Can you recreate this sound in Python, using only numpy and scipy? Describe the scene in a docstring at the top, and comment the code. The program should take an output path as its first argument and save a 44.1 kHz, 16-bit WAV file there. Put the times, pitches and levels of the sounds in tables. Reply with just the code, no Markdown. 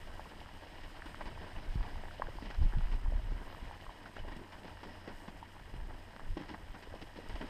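"""A big pot of syrup boils hard over a wood fire outdoors, an arm's length from the microphone.
Seething foam is bursts of tiny ticks in the pot's resonances; bubbles and plops are short damped tones.
Pockets of steam sputter up with a snap, a thud and spray; films crack and spit droplets.
Underneath, the fire is a dense hiss of ticks with steam jets, ember ticks and a low drone.
Wind is low turbulence driven by a breeze and gusts, with damped low slaps on the microphone."""
import sys
import numpy as np
from scipy import signal
from scipy.fft import rfft, irfft, next_fast_len
from scipy.io import wavfile
from scipy.ndimage import uniform_filter1d

SR = 44100
rng = np.random.default_rng(int(sys.argv[2]) if len(sys.argv) > 2 else 0)


def waveform_to_disk(signal):
    """Save audio, clipped to [-1, 1], as 16-bit WAV at the path in sys.argv[1]."""
    frames = np.transpose(np.atleast_2d(signal))
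    scaled = np.clip(frames, -1, 1) * 32767
    samples = np.round(scaled).astype(np.int16)
    wavfile.write(sys.argv[1], SR, samples)


N = 330309
TIME = np.arange(N) / SR
GRID = np.fft.rfftfreq(8192, 1 / SR)  # filter design frequencies, Hz

# Strength of the boil. Each row: time in seconds, bubbling in dB, sizzle in dB, both before each layer's trim.
BOIL = [(0, -56.5, -62), (.6, -58.5, -62.5), (1.35, -55.5, -60.5), (2.1, -55.5, -62), (2.55, -59, -62.5),
        (3.1, -56.5, -64.5), (3.65, -55.5, -62.5), (3.9, -59.5, -64.5), (4.8, -57.5, -64.5),
        (5.35, -59, -67), (7.1, -59, -65), (7.49, -56, -60)]


def seethe(churn_db=-3.0, films_db=-2.04, sizzle_db=-0.7, fizz_db=-6, surge_db=1.94, flutter_db=1.63):
    """Foam: deep churn and bursting films surge together; sizzle and finer fizz flutter separately."""
    bubbling_db = curve(BOIL) + surge_db * drift(18)
    sizzling_db = curve(BOIL, axis=2)
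    churn = pot(ticks(1500, 2.6), 137, 615)
    films = pot(ticks(1500, 1.86) * clumps(3.3, 110), 499, 2080)
    sizzle = pot(ticks(2600, 1.6) * clumps(0.65, 90), 2080, 3520)
    fizz = pot(ticks(4000, 0.89), 3450, 6300)
    out = churn * from_db(bubbling_db + churn_db)
    out += films * from_db(bubbling_db + films_db)
    out += sizzle * from_db(sizzling_db + flutter_db * drift(25) + sizzle_db)
    out += fizz * from_db(sizzling_db + flutter_db * drift(25) + fizz_db)
    return out


def fine_bubbles(trim_db=-10.0):
    """Pinhead bubbles pop as short damped tones of scattered pitch."""
    popping = bubbles(per_s=260, pitch_hz=1700, octaves=0.39, damping_s=0.00131, spread_db=1.5)
    return popping * from_db(curve(BOIL) + trim_db)


def small_plops(trim_db=-6, ring_db=-9):
    """A patter of lesser bubbles, damped tones with the pot ringing after them."""
    patter = bubbles(per_s=300, pitch_hz=950, octaves=0.59, damping_s=0.001573, spread_db=2.0)
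    ringing = patter + from_db(ring_db) * ring_on(patter)
    return unit(ringing) * from_db(curve(BOIL) + trim_db)


def plops(trim_db=1.5, glide=0.002, ring_db=-15):
    """Fat surface bubbles, their pitch lifting slightly as the cavity shrinks; the pot rings after them."""
    # Each row: start in seconds, level in dB before the trim, pitch in Hz,
    # swings per damping time (under 1 a click, near 2 a plop).
    plop_rows = [(.1025, -48, 800, 1.14), (.1949, -34.5, 820, 0.96), (.256, -45, 1000, 2.2),
                 (0.4137, -44, 885, 2), (0.46, -39.5, 1200, 0.66), (0.665, -47, 480, 0.75),
                 (.9475, -47, 850, 1.5), (.972, -47, 1500, 1.3), (.979, -53, 800, 1.4),
                 (1.021, -38, 1690, 1.66), (1.1452, -33, 1200, 0.63), (1.375, -43.5, 950, 1.95),
                 (1.489, -49, 1400, 1.5), (1.571, -56, 377, 1.3), (1.801, -44, 298, 1.05),
                 (1.8082, -42, 990, 1.5), (1.8515, -46, 910, 1.54), (1.922, -49, 330, 1),
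                 (1.9567, -41.5, 890, 1.67), (2.036, -40.5, 696, 1.04), (2.048, -51, 333, 1.2),
                 (2.11, -43, 1450, 1.6), (2.197, -33.5, 590, 1.13), (2.2201, -24, 1010, 1.48),
                 (2.2207, -35, 1650, 2.03), (2.2692, -42.5, 1560, 2.4), (2.27, -44, 850, 1.1),
                 (2.284, -39.5, 480, 0.95), (2.353, -45.5, 310, 1.2), (2.3853, -40, 885, 1.6),
                 (2.6235, -44, 950, 1.4), (2.7247, -41, 1540, 1.4), (2.733, -43.5, 330, 1.37),
                 (2.808, -40, 930, 1.24), (2.853, -41, 840, 0.58), (3.0595, -42.5, 930, 1.4),
                 (3.1213, -39, 617, 1.3), (3.32, -41.5, 327, 0.83), (3.5018, -40.5, 1200, 0.57),
                 (3.529, -43, 620, 0.79), (3.5475, -39.5, 1060, 1), (3.654, -46, 1900, 1.9),
                 (3.69, -48, 720, 1.2), (3.702, -51, 520, 0.77), (3.7105, -37, 900, 1.77),
                 (3.823, -45, 720, 1.2), (3.843, -49, 700, 0.89), (3.865, -42.5, 1090, 1.65),
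                 (3.8925, -41, 970, 2.2), (4.059, -42.5, 1420, 2.5), (4.063, -44, 790, 1.7),
                 (4.096, -45, 290, 0.68), (4.167, -44, 1480, 2.3), (4.183, -44, 610, 1.24),
                 (4.249, -44.5, 540, 1.1), (4.4136, -41.5, 335, 1.14), (4.441, -53, 344, 1.5),
                 (4.646, -42, 470, 0.88), (4.8345, -40, 890, 1.65), (4.856, -51, 370, 1.2),
                 (5.078, -41.5, 392, 2), (5.1021, -45, 865, 0.95), (5.28, -40.5, 220, 1.02),
                 (5.283, -41.5, 970, 1.8), (5.324, -50, 298, 0.91), (5.4264, -40, 933, 3.3),
                 (5.5657, -44, 900, 1.4), (5.739, -42, 303, 0.76), (5.9081, -40.5, 870, 0.86),
                 (6.164, -34.5, 1210, 0.32), (6.1956, -36, 955, 0.61), (6.368, -33.5, 270, 0.76),
                 (6.371, -40, 790, 1.03), (6.396, -45, 380, 0.59), (6.409, -41, 270, 1.1),
                 (6.543, -45, 940, 2.6), (6.872, -44.5, 418, 1.16), (6.9399, -36, 516, 0.74),
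                 (6.956, -46, 330, 1), (7.038, -46.5, 300, 1.05), (7.187, -39.5, 485, 1),
                 (7.359, -39.5, 690, 1.1), (7.4098, -36, 350, 0.61), (7.4115, -44, 950, 1.03),
                 (7.429, -55, 400, 1.16), (7.442, -40, 292, 0.95)]
    out = np.zeros(N)
    for s, db, hz, swings in plop_rows:
        add(out, s, from_db(db + trim_db) * blip(hz, swings / hz, glide))
    return out + from_db(ring_db) * ring_on(out)


def pips(glide=0.0026):
    """Films sing for an instant as they shrink: tiny high damped tones of slightly rising pitch."""
    # Each row: start in seconds, level in dB, pitch in Hz, damping time in seconds.
    pip_rows = [(.245, -52, 2670, .002), (1.563, -53, 2880, .003), (2.185, -52, 2950, .002),
                (2.269, -52, 3200, .0012), (3.829, -54, 3000, .002), (4.19, -47.5, 2970, .0035),
                (4.835, -55, 3020, .004), (6.5, -63, 2900, .002), (7.411, -46.5, 3030, .004)]
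    out = np.zeros(N)
    for s, db, hz, damping_s in pip_rows:
        add(out, s, from_db(db) * blip(hz, damping_s, glide))
    return out


def sputters(rise_s=0.0019, fade=1.38, tail=0.068, tail_s=0.026, blips_db=-5):
    """Steam pockets rupture with a snap, thud in the pot and tear the foam into blips and droplets."""
    # Each row: start in seconds, length in seconds, thud, splutter and spray levels in dB before
    # the mix gains below, suddenness 0-1.
    sputter_rows = [(0.833, 0.011, -76, -62, -59.5, 0.5), (1.057, 0.017, -50.5, -51.5, -59, 0.34),
                    (1.204, 0.015, -50, -45, -59, 0), (1.255, 0.021, -49.5, -49.5, -59.5, 0.57),
                    (1.405, 0.037, -49.5, -56, -67, 0.2), (1.552, 0.03, -51, -52, -70, 0),
                    (1.833, 0.055, -52, -52, -64.5, 0.13), (2.423, 0.027, -49.5, -62, -67, 0.94),
                    (2.451, 0.021, -51, -52.5, -62, 0.4), (2.502, 0.018, -55, -50.5, -62.5, 1),
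                    (2.54, 0.014, -65, -50.5, -59, 0), (2.802, 0.049, -65, -57, -64, 0.1),
                    (2.916, 0.032, -49, -55, -58, 0.14), (4.055, 0.02, -55, -51, -66, 0.36),
                    (4.164, 0.012, -53, -49.5, -61.5, 0.7), (4.188, 0.019, -72, -60, -60.5, 0.15),
                    (4.277, 0.014, -51, -51, -61, 0.4), (4.315, 0.013, -48.5, -52, -62.5, 0.2),
                    (4.363, 0.016, -49, -72, -66, 0.8), (4.393, 0.05, -54.5, -66, -78, 0.6),
                    (4.52, 0.028, -74, -52.5, -62, 0.05), (4.644, 0.027, -49.5, -56.5, -64, 0.2),
                    (4.67, 0.041, -60, -59, -65, 0.1), (4.831, 0.017, -53, -51, -61, 0.7),
                    (4.856, 0.036, -51, -81, -76, 0.1), (5.076, 0.033, -50.5, -51.5, -64, 0.73),
                    (5.279, 0.017, -52.5, -55, -64.5, 0.87), (6.37, 0.0083, -43, -46.5, -57, 0.53),
                    (6.391, 0.051, -49.5, -59, -65, 0.4), (6.484, 0.033, -46.5, -54, -58, 0.07),
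                    (6.538, 0.014, -50.5, -48, -67, 0.5), (6.741, 0.023, -52.5, -51, -70, 0.3),
                    (6.824, 0.015, -56, -58, -61, 0.6), (6.95, 0.0096, -57, -56, -63, 0.6),
                    (7.014, 0.015, -49, -57, -56.5, 0.37), (7.158, 0.043, -52, -58, -63, 0.23),
                    (7.295, 0.01, -50, -51.5, -60, 0.76), (7.354, 0.0087, -54, -54, -59, 1),
                    (7.412, 0.011, -43.5, -47.5, -60.5, 1), (7.426, 0.027, -45.5, -69, -75, 0.55)]
    t = np.arange(SR // 4) / SR
    shower, rupture = np.zeros((2, 3, N))
    for s, length_s, *levels_db, sudden in sputter_rows:
        body = np.exp(-(t / (fade * length_s)) ** 2) + tail * np.exp(-t / tail_s)
        shape = (1 - np.exp(-t / rise_s)) * body
        shape /= np.sqrt(np.mean(shape[t < length_s] ** 2))
        snap = np.clip(sudden, 0, 1) * np.sqrt(length_s * SR)  # energy freed in one instant
        for k, db in enumerate(levels_db):
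            add(shower[k], s, from_db(db) * shape)
            add(rupture[k], s, from_db(db) * np.array([snap]))
    thud = 0.65 * shower[0] * ticks(4000, 0.87) + rupture[0]
    splutter = 0.74 * shower[1] * ticks(900, 1.0) * clumps(2.5, 230)
    splutter += ring_on(rupture[1], t60=0.034, delay_s=0)
    spray = 1.16 * shower[2] * ticks(2500, 1.0) * clumps(4.1, 200)
    spray += 1.86 * ring_on(rupture[2], t60=0.12, delay_s=0)
    blips = shower[1] * bubbles(per_s=900, pitch_hz=1076, octaves=0.65, damping_s=0.00146, spread_db=1.0)
    out = from_db(blips_db) * blips
    return out + pot(thud, 140, 537) + pot(splutter, 590, 1920) + pot(spray, 2020, 7000)


def snaps(ring_db=-6):
    """Larger films tear: impulses through two registers of the pot, with a brief ring."""
    # Each row: time in seconds, crack impulse in dB, tick impulse in dB, both before filtering.
    snap_rows = [(0.335, -36, -48), (0.404, -38, -31), (.489, -29, -46), (0.672, -33, -33),
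                 (.783, -29, -47), (1.288, -30, -40), (1.586, -31, -42), (1.829, -29, -33),
                 (2.055, -26, -42), (2.084, -27, -44), (2.221, -34, -43), (2.456, -43, -39),
                 (2.511, -33, -34), (2.737, -24, -44), (2.749, -32, -42), (2.785, -40, -31.5),
                 (2.843, -32, -42), (2.871, -28, -41), (3.148, -33, -45), (3.334, -42, -38),
                 (3.479, -30, -45), (3.527, -33, -37), (3.711, -30, -44), (3.802, -31, -42),
                 (3.812, -40, -33), (4.06, -31, -45), (4.078, -41, -44), (4.166, -32, -42),
                 (4.368, -47, -42), (4.525, -29, -41), (4.634, -40, -34), (4.681, -28.5, -45),
                 (4.736, -34, -42), (4.772, -30, -44), (5.14, -35, -46), (5.598, -30, -41),
                 (5.74, -33, -40), (5.803, -31, -50), (6.132, -31, -48), (6.204, -27, -47),
                 (6.371, -30, -49), (6.402, -32, -40), (6.421, -28, -37), (6.436, -28, -40),
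                 (6.459, -40, -39), (6.497, -27, -49), (6.502, -31, -36), (6.755, -32, -43),
                 (7.024, -30, -31), (7.17, -35, -34)]
    crack, tick = np.zeros((2, N))
    for s, crack_db, tick_db in snap_rows:
        add(crack, s, from_db([crack_db]))
        add(tick, s, from_db([tick_db]))
    out = pot(crack, 880, 1850) + pot(tick, 2220, 5300)
    return out + from_db(ring_db) * ring_on(out, t60=0.027)


def spits(level_db=-70, per_s=90, spread_db=-0.5, ring_s=0.028):
    """Single films snap and fling a droplet: random tiny bright ticks."""
    ringing = ring_on(ticks(per_s, spread_db), t60=ring_s, delay_s=0)
    return unit(pot(ringing, 970, 8300)) * from_db(level_db)


def fire(trim_db=1.0, waver_db=1.0):
    """Damp wood hisses and crackles as dense ticks; steam jets are resonant noise that swells and fades."""
    # Each row: time in seconds, hiss level in dB before the trim.
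    hiss_rows = [(0, -73), (2.1, -73), (2.6, -73.5), (4.0, -74.5), (4.9, -73.5), (5.7, -74.5),
                 (7.49, -73.5)]
    # Thin jets of steam from the damp logs. Each row: middle in seconds, length in seconds (between 1/e points),
    # pitch in Hz, half-width in Hz (at -6 dB), level in dB.
    jet_rows = [(1.14, 0.43, 8600, 700, -79), (1.5, 0.72, 8800, 497, -84), (1.85, .2, 4900, 450, -71),
                (2.42, 0.29, 4940, 450, -72), (3.53, .16, 13100, 600, -78), (4.952, 0.41, 5060, 450, -73),
                (7.376, 0.21, 8650, 400, -78)]
    hiss = pot(ticks(9000, 3.4), 6380, 17000)
    out = hiss * from_db(curve(hiss_rows) + trim_db + waver_db * drift(8.6))
    for s, length_s, hz, half_width_hz, db in jet_rows:
        swell = np.exp(-(2 * (TIME - s) / length_s) ** 2)
        out += from_db(db) * swell * resonant_noise(hz, half_width_hz)
    return out


def resonant_noise(hz, half_width_hz):
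    """Turbulence sounding one resonance."""
    return colour(rng.standard_normal(N), -20 * np.log10(1 + ((GRID - hz) / half_width_hz) ** 2))


def embers(low_hz=5500, high_hz=11000, ring_s=.006):
    """Wood fibres split: single impulses with a very short high ring."""
    # Each row: time in seconds, impulse in dB before filtering.
    ember_rows = [(2.957, -49), (4.367, -40), (5.765, -50), (7.2875, -39)]
    out = np.zeros(N)
    for s, db in ember_rows:
        add(out, s, from_db([db]))
    return pot(ring_on(out, t60=ring_s, delay_s=0), low_hz, high_hz)


def drone(level_db=-62, pitch_hz=90, waver_hz=2.5, swing_db=1.5):
    """A low drone under the fire: one sine of wavering pitch and level."""
    turns = np.cumsum(pitch_hz + waver_hz * drift(6)) / SR
    return from_db(level_db + swing_db * drift(5.1)) * unit(np.sin(2 * np.pi * turns))


def wind(lull_trim_db=-1, strong_db=-40):
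    """Eddies press on the microphone, crossfading to a deeper spectrum in strong gusts; slaps are damped tones."""
    # Wind noise in a lull and in a gust. Each row: frequency in Hz, relative level in dB per Hz.
    lull_spectrum = [(8, -26), (20, 6.5), (32, -4.5), (50, -8.5), (70, -10.5), (120, -16.5), (200, -27.5),
                     (400, -53.5), (1200, -68.5)]
    gust_spectrum = [(8, -10.5), (20, 7), (34, 11.5), (52, -6), (80, -8.5), (125, -21.5), (200, -35.5),
                     (400, -41.5), (1200, -95)]
    # Sudden slaps. Each row: start in seconds, level in dB, pitch in Hz, damping time in seconds.
    slap_rows = [(1.755, -25.5, 109, 0.0039), (2.294, -44, 100, 0.0092), (2.597, -37, 109, 0.0045),
                 (2.618, -32, 105, 0.0041), (2.635, -31.5, 98, 0.004), (2.657, -32, 132, 0.0047),
                 (2.768, -30, 117, 0.0078), (2.79, -35, 124, .006), (3.31, -40.5, 115, 0.01),
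                 (5.76, -39, 110, 0.0057)]
    level_db = wind_level()
    strong = .5 + .5 * np.tanh((level_db - strong_db) / 6)  # share of gust noise in the power
    out = np.sqrt(1 - strong) * eddies(lull_spectrum, 0.3) * from_db(level_db + lull_trim_db)
    out += np.sqrt(strong) * eddies(gust_spectrum, 0.66) * from_db(level_db)
    for s, db, hz, damping_s in slap_rows:
        add(out, s, from_db(db) * blip(hz, damping_s))
    return out


def wind_level(swing_db=4, swings_per_s=5.7, rise=0.96, fall=1):
    """A wavering breeze plus gusts that swell slightly faster than they ebb, in dB."""
    # Light air between gusts. Each row: time in seconds, level in dB before the swing.
    breeze_rows = [(0, -51), (.8, -51.5), (1.3, -47), (3.5, -47.5), (4.3, -48.5), (4.6, -53.5),
                   (5.2, -50.5), (5.5, -52.5), (6.1, -49.5), (6.6, -48.5), (7.49, -52)]
    # Each row: peak time in seconds, length in seconds (about -12 dB on either side), peak in dB.
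    gust_rows = [(0.173, .12, -47), (1.3, 1, -58), (1.7, 0.033, -33.5), (1.797, 0.034, -27.5),
                 (1.973, 0.053, -38), (2.256, 0.031, -37), (2.377, 0.058, -42), (2.475, 0.06, -42),
                 (2.635, 0.056, -21.5), (2.775, 0.032, -23.5), (2.848, 0.034, -28.5), (2.944, 0.057, -30.5),
                 (3.077, 0.039, -26), (3.16, 0.055, -28.5), (3.247, 0.026, -34), (3.321, 0.078, -33.5),
                 (3.884, 0.022, -40), (4.223, 0.037, -39), (4.276, 0.017, -39), (5.818, 0.11, -36),
                 (6.306, 0.033, -35.5), (6.605, .03, -43.5), (6.697, 0.03, -44), (7.337, 0.053, -37)]
    power = from_db(curve(breeze_rows) + swing_db * drift(swings_per_s)) ** 2
    for s, length_s, db in gust_rows:
        width_s = length_s * np.where(TIME < s, rise, fall)
        power += from_db(db) ** 2 / (1 + ((TIME - s) / width_s) ** 2) ** 4
    return 10 * np.log10(power)


def eddies(spectrum, evenness):
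    """Low turbulence, its own lumps partly evened so that the gusts lead; rms 1."""
    x = unit(colour(rng.standard_normal(N), slope(spectrum)))
    power = uniform_filter1d(uniform_filter1d(x ** 2, size=1800), size=1800)
    return unit(x / (abs(power) + 1e-6) ** (evenness / 2))


def bubbles(per_s, pitch_hz, octaves, damping_s, spread_db, count=32):
    """A stream of blips in many pitches and dampings, rms 1."""
    out = np.zeros(N)
    sizes = np.linspace(-1.8, 1.8, count)
    for size, stickiness in zip(sizes, rng.standard_normal(count)):
        bubble = blip(pitch_hz * 2 ** (octaves * size), damping_s * from_db(2 * stickiness))
        stream = signal.oaconvolve(ticks(per_s / count, spread_db), bubble)[:N]
        out += stream * np.exp(-size ** 2 / 4)  # middling sizes lead
    return unit(out)


def blip(hz, damping_s, glide=0, tail_end=9.1):
    """A few swings that swell fast and then fade exponentially, cut off only in the faint tail."""
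    u = np.arange(0, 12, 1 / (SR * damping_s))  # time in damping times
    turns = hz * damping_s * (u - 1) * (1 + glide * u)
    swell = (1 - np.exp(-(u / .6) ** 3)) * np.exp(1 - u)
    return swell * np.exp(-(u / tail_end) ** 4) * np.cos(2 * np.pi * turns)


def ticks(per_s, spread_db):
    """Sparse random impulses of either sign, sizes spread exponentially in dB, rms 1."""
    size = from_db(spread_db * np.minimum(rng.exponential(1, N), 4))
    return unit(size * rng.choice([-1, 1], N) * (rng.random(N) < per_s / SR))


def clumps(depth_db, per_s):
    """A quickly fluttering gain that gathers bursts into clumps, rms 1."""
    return unit(from_db(depth_db * np.tanh(drift(per_s))))


def drift(per_s):
    """Slow random wander of rms 1, rolling off above the given rate."""
    size = next_fast_len(N)
    hz = np.fft.rfftfreq(size, 1 / SR)
    spectrum = rfft(rng.standard_normal(N), size) / (1 + (hz / per_s) ** 2)
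    return unit(irfft(spectrum)[:N])


def pot(x, low_hz, high_hz):
    """Filters one register through the overall colour and resonances."""
    # Overall colour of the pot. Each row: frequency in Hz, relative level in dB per Hz.
    pot_slope = [(60, -1), (200, 8.5), (420, 1.5), (720, -5.5), (1300, -14.5), (2400, -13.5), (3550, -19),
                 (4600, -21), (5900, -29), (7500, -32.5), (9600, -37.5), (11700, -40), (15000, -41)]
    # Resonances of the pot and the recorder's housing. Each row: frequency in Hz,
    # width in Hz (at half the lift), lift in dB.
    pot_peaks = [(235, 13, 2), (304.4, 62, 4), (622, 44, 4), (926, 400, 8.5), (922, 25, 3.5),
                 (992, 77, 2.5), (1602, 256, 9.5), (1765, 75, 1.5), (1904, 230, 10), (2208, 50, 6),
                 (2500, 87, 3), (2900, 230, 4.5), (3165, 500, 4.5), (3910, 160, 3), (4875, 170, 6),
                 (5255, 380, 6.5), (8480, 910, 7), (10530, 860, 3.5), (13000, 1300, 6)]
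    lift = sum(db * 2 ** -((2 * (GRID - hz) / width_hz) ** 2) for hz, width_hz, db in pot_peaks)
    skirts = -10 * np.log10((1 + (low_hz / (GRID + 1)) ** 8) * (1 + (GRID / high_hz) ** 8))
    return colour(x, slope(pot_slope) + lift + skirts)


def ring_on(x, t60=0.09, delay_s=0.0014):
    """Sound bouncing between the walls of the pot: convolution with decaying noise of unit energy."""
    t = np.arange(SR // 8) / SR
    bounces = rng.standard_normal(len(t)) * from_db(-60 * t / t60) * (t > delay_s)
    return signal.oaconvolve(x, bounces / np.linalg.norm(bounces))[:N]


def colour(x, db):
    """Causal minimum-phase filter of unit energy with the shape of a dB spectrum."""
    cepstrum = irfft(np.log(from_db(np.maximum(db - db.max(), -100))))
    half = len(cepstrum) // 2
    cepstrum[1:half] *= 2  # fold to minimum phase
    cepstrum[half + 1:] = 0
    ring = irfft(np.exp(rfft(cepstrum)))[:half]
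    return signal.oaconvolve(x, ring / np.linalg.norm(ring))[:N]


def slope(points):
    """A short spectrum in dB, joined on a log-frequency axis."""
    hz, db = np.transpose(points)
    return np.interp(np.log(GRID + 1), np.log(hz), db)


def curve(rows, axis=1):
    """One column of a table of times, at every sample."""
    rows = np.asarray(rows)
    return np.interp(TIME, rows[:, 0], rows[:, axis])


def add(mix, s, sound):
    """Mixes a sound in at time s."""
    part = mix[max(round(s * SR), 0):][:len(sound)]
    part += sound[:len(part)]


def unit(x):
    """Scales to rms 1."""
    return x / np.sqrt(np.mean(x ** 2) + 1e-20)


def from_db(db):
    """Decibels to gain."""
    return 10 ** (np.asarray(db) / 20)


def scene():
    """Pot, fire and wind in the open air, with no walls to echo."""
    syrup = seethe() + fine_bubbles() + small_plops() + plops() + pips() + sputters() + snaps() + spits()
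    return (syrup + fire() + embers() + drone() + wind())[None]


def record(dry):
    """The recorder's band limit: a linear-phase low-pass at 15.2 kHz."""
    taps = signal.firwin(511, 15200, window=("kaiser", 9), fs=SR)
    return signal.oaconvolve(dry, taps[None], "same")


dry = scene()
out = record(dry)
waveform_to_disk(out)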